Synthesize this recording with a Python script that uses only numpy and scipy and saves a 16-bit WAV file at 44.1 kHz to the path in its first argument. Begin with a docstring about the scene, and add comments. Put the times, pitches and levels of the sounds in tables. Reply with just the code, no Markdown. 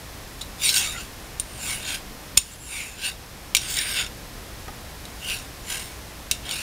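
"""In a small workshop, a flat hand file deburrs the edge of a steel block on a machine vice, close by.
Ventilation hisses and the mains hum. The file lands with a clack, then its teeth rasp, sing and snag on
the edge; each contact excites the modes of file and block, which the hands damp. Something soft bumps
the bench once. The walls add short echoes, and a gain control ducks after the hardest clack."""
import sys
import numpy as np
from scipy import signal
from scipy.fft import rfft, irfft, next_fast_len
from scipy.io import wavfile
from scipy.ndimage import uniform_filter1d, map_coordinates

SR = 44100
rng = np.random.default_rng(int(sys.argv[2]) if len(sys.argv) > 2 else 0)


def int16_out(signal):
    """Quantize to a 16-bit WAV file."""
    q = np.round(np.clip(np.atleast_2d(signal).T, -1, 1) * 32767)
    wavfile.write(sys.argv[1], SR, q.astype(np.int16))


N = 291929
TIME = np.arange(N) / SR


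def from_db(db):
    """Decibels to amplitude ratio."""
    return 10 ** (np.asarray(db) / 20)


def rms_one(x):
    """Normalisation to unit power."""
    return x / np.sqrt(np.mean(x ** 2) + 1e-20)


def drift(rate_hz):
    """Random modulation of unit power, interpolated between rate_hz values a second."""
    return rms_one(np.interp(TIME * rate_hz, np.arange(N), rng.standard_normal(N)))


def cut(x, hz, kind, order=4):
    """Butterworth filter."""
    return signal.sosfilt(signal.butter(order, np.clip(hz, 10, .45 * SR), kind, fs=SR, output="sos"), x)


def coloured(x, spectrum):
    """Spectral shaping by a curve of (frequency_hz, gain_db) points."""
    hz, db = np.transpose(spectrum)
    size = next_fast_len(len(x) + SR // 10)
    bins_hz = np.maximum(np.arange(size // 2 + 1) * SR / size, 1)
    gain = from_db(np.interp(np.log(bins_hz), np.log(hz), db))
    return irfft(rfft(x, size) * gain, size)[:len(x)]


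def resonate(x, hz, width_hz):
    """A damped oscillator with unit gain at resonance."""
    r = np.exp(-np.pi * width_hz / SR)
    feedback = [1, -2 * r * np.cos(2 * np.pi * hz / SR), r * r]
    return signal.lfilter(np.array([1, 0, -1]) * (1 - r * r) / 2, feedback, x + 1e-18)


def background(air_db=-39, waver_rad=0.51):
    """Broadband ventilation noise lies under the line spectrum of mains hum and faint machine whine."""
    # spectral density of the air noise: frequency_hz, density_db
    air_spectrum = [(12, -35), (20, -3.5), (49, -0.5), (142, -8), (255, -11.5), (328, -13.5), (718, -15),
                    (849, -16.5), (1570, -19.5), (1710, -18), (2670, -21.5), (5380, -23.5), (7310, -26.5),
                    (13200, -28), (16000, -35.5)]
    # hum and whine tones: pitch_hz, rms_db
    tones = [(60, -53), (120, -59.5), (300, -62.5), (1044, -62.5), (1733, -84), (2519, -65.5),
             (5351, -64.5), (5997, -93)]
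    air = from_db(air_db) * rms_one(coloured(rng.standard_normal(N), air_spectrum))
    hum = sum(from_db(db) * np.sin(2 * np.pi * hz * TIME + waver_rad * drift(7.2)) for hz, db in tones)
    return air + np.sqrt(2) * hum


def steel(force, broad_db, shifting_db=0):
    """Modal superposition: a contact drives each mode differently, and the balance shifts if it moves."""
    # modes of file and block, damped by the hands: pitch_hz, width_hz, level_db
    modes = [(760, 130, -14), (1540, 150, -3), (2240, 120, -1.5), (2590, 170, -1), (2810, 170, 1.5),
             (3230, 160, -5), (3670, 220, 0), (3920, 130, -4), (4400, 260, -6), (4850, 80, -8),
             (5430, 190, -4), (5770, 120, -8), (5990, 70, -9), (6520, 220, -10), (7030, 170, 1),
             (8500, 180, -8), (8800, 240, 0), (10050, 300, -12), (10450, 220, -10), (10720, 220, -5),
             (12550, 220, -12), (13100, 320, -15), (14500, 200, -15), (14920, 220, -10)]
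    # broad radiation between the resonances: frequency_hz, density_db
    scrape_spectrum = [(200, -9), (700, -9), (1100, -10), (1600, -17), (3000, -30), (5000, -10.5),
                       (9000, -5), (12000, -10), (16000, -15)]
    out = from_db(broad_db) * coloured(force * rng.choice([-1, 1], len(force)), scrape_spectrum)
    for hz, width_hz, db in modes:
        coupling_db = shifting_db * drift(14) if shifting_db else 0
        out += resonate(force * rng.choice([-1, 1], len(force)) * from_db(db + coupling_db), hz, width_hz)
    return out


def contact(envelope, treble_db, ring_hz, ring_db):
    """Impact excitation: several teeth chatter in one contact, whose position favours one mode."""
    onset = slice(SR // 200)  # levels refer to the first 5 ms
    crack = 1 + 1.5 * np.exp(-TIME[:len(envelope)] / .0006)
    force = rng.choice([-1, 1], len(envelope)) * crack * envelope
    ringing = cut(steel(force, broad_db=-6.5), 2900, "high", order=3)
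    ringing += (from_db(treble_db) - 1) * cut(ringing, 5000, "high", order=1)
    favoured = resonate(force, ring_hz, width_hz=130)
    hit = ringing / np.std(ringing[onset]) + from_db(ring_db) * favoured / np.std(favoured[onset])
    return hit / np.std(hit[onset])


def clacks(skid_db=-17.5, skid_t60_s=.21, knock_db=-8, thud_hz=60, thud_decay_s=0.015):
    """Impacts start damped vibrations: the file lands and skids, the block knocks, the vice thuds."""
    # landings and bounces: start_s, level_db, chatter_t60_s, treble_db, ring_hz, ring_db, thud_db
    landings = [ (0.4119, -33, .008, -3, 3640, -1, -20), (0.415, -28.5, 0.054, 2, 3910, 1, -20),
                (1.3981, -18.5, 0.032, 8, 9070, 4, -16), (2.3718, -22.5, .01, 1, 2580, -1, -26),
                (2.374, -7, 0.03, 2, 6970, 1, -18), (2.3753, -11.5, 0.023, 13, 5420, 0, -26),
                (2.376, -9, 0.022, -1, 8850, 3, -22), (3.5490, -8.5, 0.024, -2, 2400, -9.5, -27.5),
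                (3.5675, -14, 0.023, -7, 5660, -7.5, -18), (6.3123, -14, 0.028, -5.5, 2790, -13, -11), ]
    t = TIME[:SR // 5]
    out = np.zeros(N + len(t))
    for start_s, level_db, chatter_t60_s, treble_db, ring_hz, ring_db, thud_db in landings:
        chatter = from_db(-60 * t / chatter_t60_s)
        skid = from_db(skid_db - 60 * t / skid_t60_s)
        hit = contact(chatter + skid, treble_db, ring_hz, ring_db)
        knock = from_db(knock_db) * resonate(rng.choice([-1, 1], len(t)) * chatter, hz=1250, width_hz=600)
        thud = from_db(thud_db) * np.sin(2 * np.pi * thud_hz * t) * np.exp(-t / thud_decay_s)
        out[round(start_s * SR):][:len(t)] += from_db(level_db) * (hit + knock + thud)
    return out[:N]


def reverberation(x, t60_s=0.25, level_db=-20, wall_hz=7000, gap_s=0.0011):
    """Dense reflections from the machine and the walls decay exponentially."""
    t = TIME[:SR // 2]
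    envelope = from_db(-60 * t / t60_s) * np.clip(t / gap_s - 1, 0, 1)
    echoes = cut(rng.standard_normal(len(t)), wall_hz, "low", order=2) * envelope
    return from_db(level_db) * signal.fftconvolve(x, echoes / np.linalg.norm(echoes))[:N]


def travelling(x, detune=.011, echo_s=0.000818, echo_swing=0.269, echo_db=-7):
    """Comb filtering: the moving contact varies the delay of the vice's echo and retunes the modes."""
    position = np.arange(N) + np.cumsum(detune * drift(9))
    delay = echo_s * SR * np.exp(echo_swing * drift(5))
    direct = map_coordinates(x, [position], order=3, mode="mirror")
    reflected = map_coordinates(x, [position - delay], order=3, mode="mirror")
    return direct + from_db(echo_db) * reflected


def swell(peak_s, rise_s, hold_s, fall_s, swell_db=20, lift_db=25):
    """Amplitude follows pressure: the hand bears down, holds, lets go and lifts the file."""
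    before = np.maximum(peak_s - TIME, 0) / rise_s
    after = np.maximum(TIME - peak_s - hold_s, 0) / fall_s
    lifted = np.maximum(after - 1, 0)
    return from_db(np.maximum(-swell_db * (before + after) - lift_db * lifted, -200))


def rasp(chips_per_s=7000, size_db=2.0, judder_db=1.5, unsteady_db=0.8, body_hz=1950, bite_hz=5000):
    """Shot noise: teeth tear tiny chips off the edge, and these random impulses keep the steel ringing."""
    # pushes of the file: peak_s, rise_s, hold_s, fall_s, level_db, bite_db, body_db
    # level_db sets the middle band; bite (treble) and body (bass) are relative to it
    strokes = [ (0.636, 0.038, 0.072, 0.086, -27, 2, -16.5), (0.754, 0.1, 0.029, .06, -27.5, 6, -10.5),
               (0.786, .04, 0.044, 0.22, -31, 2, -8.5), (0.979, 0.21, .035, 0.041, -39, -1.5, -8),
               (1.69, 0.16, 0.035, .15, -32, 0.5, -7.5), (1.885, 0.11, 0.065, 0.052, -32, -2, -8.5),
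               (2.457, .1, 0.089, .1, -46, 2.5, -8), (2.744, 0.16, 0.062, 0.25, -35, 1, -8),
               (3.052, 0.12, 0.036, 0.059, -30, -2, -7.5), (3.62, 0.055, 0.099, .1, -36, -4, -9),
               (3.705, .08, 0.061, .05, -35, 3, -13), (3.77, 0.07, .05, .1, -29.5, 0, -12.5),
               (3.859, .08, 0.1, 0.096, -32.5, 0.5, -7), (3.969, 0.08, 0.037, 0.068, -25, -4, -10),
               (5.295, 0.11, .04, 0.13, -34.5, 1, -9), (5.707, 0.067, 0.052, 0.19, -34.5, 2, -8.5),
               (6.459, 0.028, 0.049, .1, -36, -7, -7.5), (6.51, 0.034, 0.094, 0.13, -33.5, -2, -10.5), ]
    chips = rng.random(N) < chips_per_s / SR
    sizes = from_db(size_db * np.minimum(rng.exponential(1, N), 4))
    hand_pressure = from_db(judder_db * drift(300))
    ringing = travelling(steel(chips * sizes * hand_pressure, broad_db=-7.5, shifting_db=3.0))
    middle = cut(ringing, [body_hz, bite_hz], "band", order=8)
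    bite = cut(ringing, bite_hz, "high", order=8)
    body = cut(ringing, body_hz, "low", order=8)
    # each band is held at even power, so that the stroke sets its swell
    bands = [band / np.sqrt(uniform_filter1d(band ** 2, SR // 35) + 1e-12) for band in (middle, bite, body)]
    gains = np.zeros((3, N))
    for peak_s, rise_s, hold_s, fall_s, level_db, bite_db, body_db in strokes:
        peak_gains = from_db(level_db + np.array([[0], [bite_db], [body_db]]))
        gains = np.maximum(gains, peak_gains * swell(peak_s, rise_s, hold_s, fall_s))
    return from_db(unsteady_db * drift(40)) * np.sum(gains * bands, axis=0)


def zips(overtone_db=-15, edge_db=-13):
    """Periodic tooth contact gives a pitch that follows the file's speed, and where the file skates lightly its
    own modes sing at a steady pitch; uneven teeth blur both."""
    # short sung glides: peak_s, length_s, pitch_hz, glide_octaves_per_s, blur_hz, level_db
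    glides = [ (0.656, 0.083, 2510, -4.5, 110, -32.5), (0.662, 0.047, 8800, -2, 200, -22),
              (0.675, 0.14, 3870, 1.5, 100, -28.5), (0.75, 0.086, 1534, -1.5, 59.7, -36),
              (0.788, 0.19, 8700, 1, 200, -35), (0.80, 0.093, 3375, -1.5, 200, -34),
              (0.88, 0.15, 3730, 0, 100, -35), (0.835, 0.044, 2654, 0, 80, -30.5),
              (0.88, 0.058, 1270, -2, 50, -43.5), (0.952, 0.053, 1980, 2.5, 60, -39),
              (0.972, .07, 1404, -0.5, 50, -40.5), (1.554, 0.21, 8700, -1, 220, -49),
              (1.651, 0.13, 7270, 0.5, 250, -37.5), (1.656, 0.083, 10850, -.3, 300, -41),
              (1.707, .07, 9100, 1.5, 280, -36), (1.752, 0.031, 10000, 2.5, 280, -36),
              (1.879, 0.14, 3650, 0, 70, -40), (2.529, 0.039, 7500, 2, 300, -40.5),
              (2.662, 0.15, 7330, -.3, 250, -42), (2.694, 0.31, 10600, -.3, 318, -44),
              (2.748, 0.13, 8870, .2, 260, -35.5), (2.785, 0.18, 2440, -.3, 220, -33),
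              (3.061, 0.073, 2750, -0.5, 160, -26.5), (3.068, 0.065, 8850, 0, 250, -31),
              (3.651, 0.12, 8830, -0.5, 230, -38.5), (3.728, 0.1, 7440, 0, 350, -35.5),
              (3.797, 0.066, 1813, -5, 60, -35.5), (3.831, .16, 2337, 0.5, 200, -37),
              (3.827, .06, 9750, .5, 280, -36), (3.988, 0.047, 2680, 0, 200, -30),
              (4.008, 0.15, 1470, -1, 60, -41), (5.255, 0.092, 2930, 2, 130, -36.5),
              (5.316, 0.089, 2687, -0.5, 210, -29.5), (5.714, .1, 10800, -.3, 260, -42),
              (5.735, 0.1, 2450, -1.5, 300, -40), (5.74, .1, 1595, 0.5, 70, -43), ]
    t = TIME[:SR] - .5  # one second centred on the peak
    out = np.zeros(N)
    for peak_s, length_s, pitch_hz, glide_octaves_per_s, blur_hz, level_db in glides:
        uneven = cut(rng.standard_normal((2, SR)), blur_hz, "low", order=2)
        uneven /= np.sqrt(uniform_filter1d(np.mean(uneven ** 2, axis=0), SR // 40) + 1e-12)
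        phase = 2 * np.pi * np.cumsum(pitch_hz * 2 ** (glide_octaves_per_s * t)) / SR
        fundamental = uneven[0] * np.sin(phase) + uneven[1] * np.cos(phase)
        overtone = from_db(overtone_db) * uneven[0] * np.sin(2 * phase)
        envelope = from_db(level_db + edge_db * np.abs(2 * t / length_s) ** 3)
        out[round((peak_s - .5) * SR):][:SR] += envelope * (fundamental + overtone)
    return out


def snags(t60_s=0.029):
    """Stick and slip: a tooth catches on the burr and breaks free with a gritty tick."""
    # caught teeth: start_s, level_db, ring_hz
    catches = [(0.6911, -15.5, 4020), (0.699, -22, 5500), (0.7414, -19, 3920), (0.7616, -18, 4600),
               (0.7714, -19, 3300), (0.7788, -24, 3270), (3.043, -29, 2800), (3.617, -31, 5500),
               (3.7879, -20, 5530), (4.064, -33.5, 2730), (5.0535, -36, 3870), (5.299, -28, 2870),
               (6.492, -28.5, 3600), (6.5105, -25.5, 2970), (6.522, -29, 5450)]
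    t = TIME[:SR // 16]
    out = np.zeros(N + len(t))
    for start_s, level_db, ring_hz in catches:
        tick = contact(from_db(-60 * t / t60_s), treble_db=-5, ring_hz=ring_hz, ring_db=-1.5)
        out[round(start_s * SR):][:len(t)] += from_db(level_db) * tick
    return out[:N]


def bench_bump(t60_s=0.054):
    """A soft impact excites the low, damped modes of the bench."""
    # dull bump: start_s, level_db
    bumps = [(4.681, -36.5)]
    # bench modes: pitch_hz, width_hz, level_db
    modes = [(444, 90, -4), (814, 37, 10), (1240, 63, -9), (1700, 200, -25)]
    out = np.zeros(N)
    for start_s, level_db in bumps:
        envelope = (TIME >= start_s) * from_db(-60 * np.abs(TIME - start_s) / t60_s)
        force = rng.standard_normal(N) * envelope
        bump = sum(from_db(db) * resonate(force, hz, width_hz) for hz, width_hz, db in modes)
        out += from_db(level_db) * bump / np.std(bump[round(start_s * SR):][:SR // 60])
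    return out


def scene(haze_side_db=-28):
    """Mid-side stereo, nearly mono: the hiss has slight width and a faint haze follows the filing."""
    # slight stereo width of the background hiss, side relative to middle: frequency_hz, side_db
    width_spectrum = [(30, -38), (120, -29), (350, -21), (800, -23.5), (2000, -29), (8000, -18.5),
                      (15000, -19)]
    filing = rasp() + zips() + clacks() + snags() + bench_bump()
    hiss_side = coloured(background(), width_spectrum)
    haze_side = from_db(haze_side_db) * reverberation(filing)
    middle = filing + reverberation(filing) + background()
    return middle + (hiss_side + haze_side) * np.array([[1], [-1]])


def record(dry, threshold_db=-8, release_db_per_s=4.0, attack_s=0.014, ceiling=.95, cutoff_hz=15650):
    """Automatic gain control: the hardest clack saturates before the gain drops, then slowly recovers."""
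    level_db = 10 * np.log10(np.maximum(uniform_filter1d(dry[0] ** 2, SR // 250), 1e-12))
    excess_db = np.maximum(level_db - threshold_db, 0)
    recovery_db = release_db_per_s * TIME
    duck_db = np.maximum.accumulate(excess_db + recovery_db) - recovery_db
    lag = np.exp(-1 / (attack_s * SR))
    ducked = dry * from_db(-signal.lfilter([1 - lag], [1, -lag], duck_db))
    saturated = ceiling * np.tanh(ducked / ceiling)
    low_pass = signal.ellip(10, .2, 80, cutoff_hz, fs=SR, output="sos")
    return signal.sosfilt(low_pass, saturated)


dry = scene()
out = record(dry)
int16_out(out)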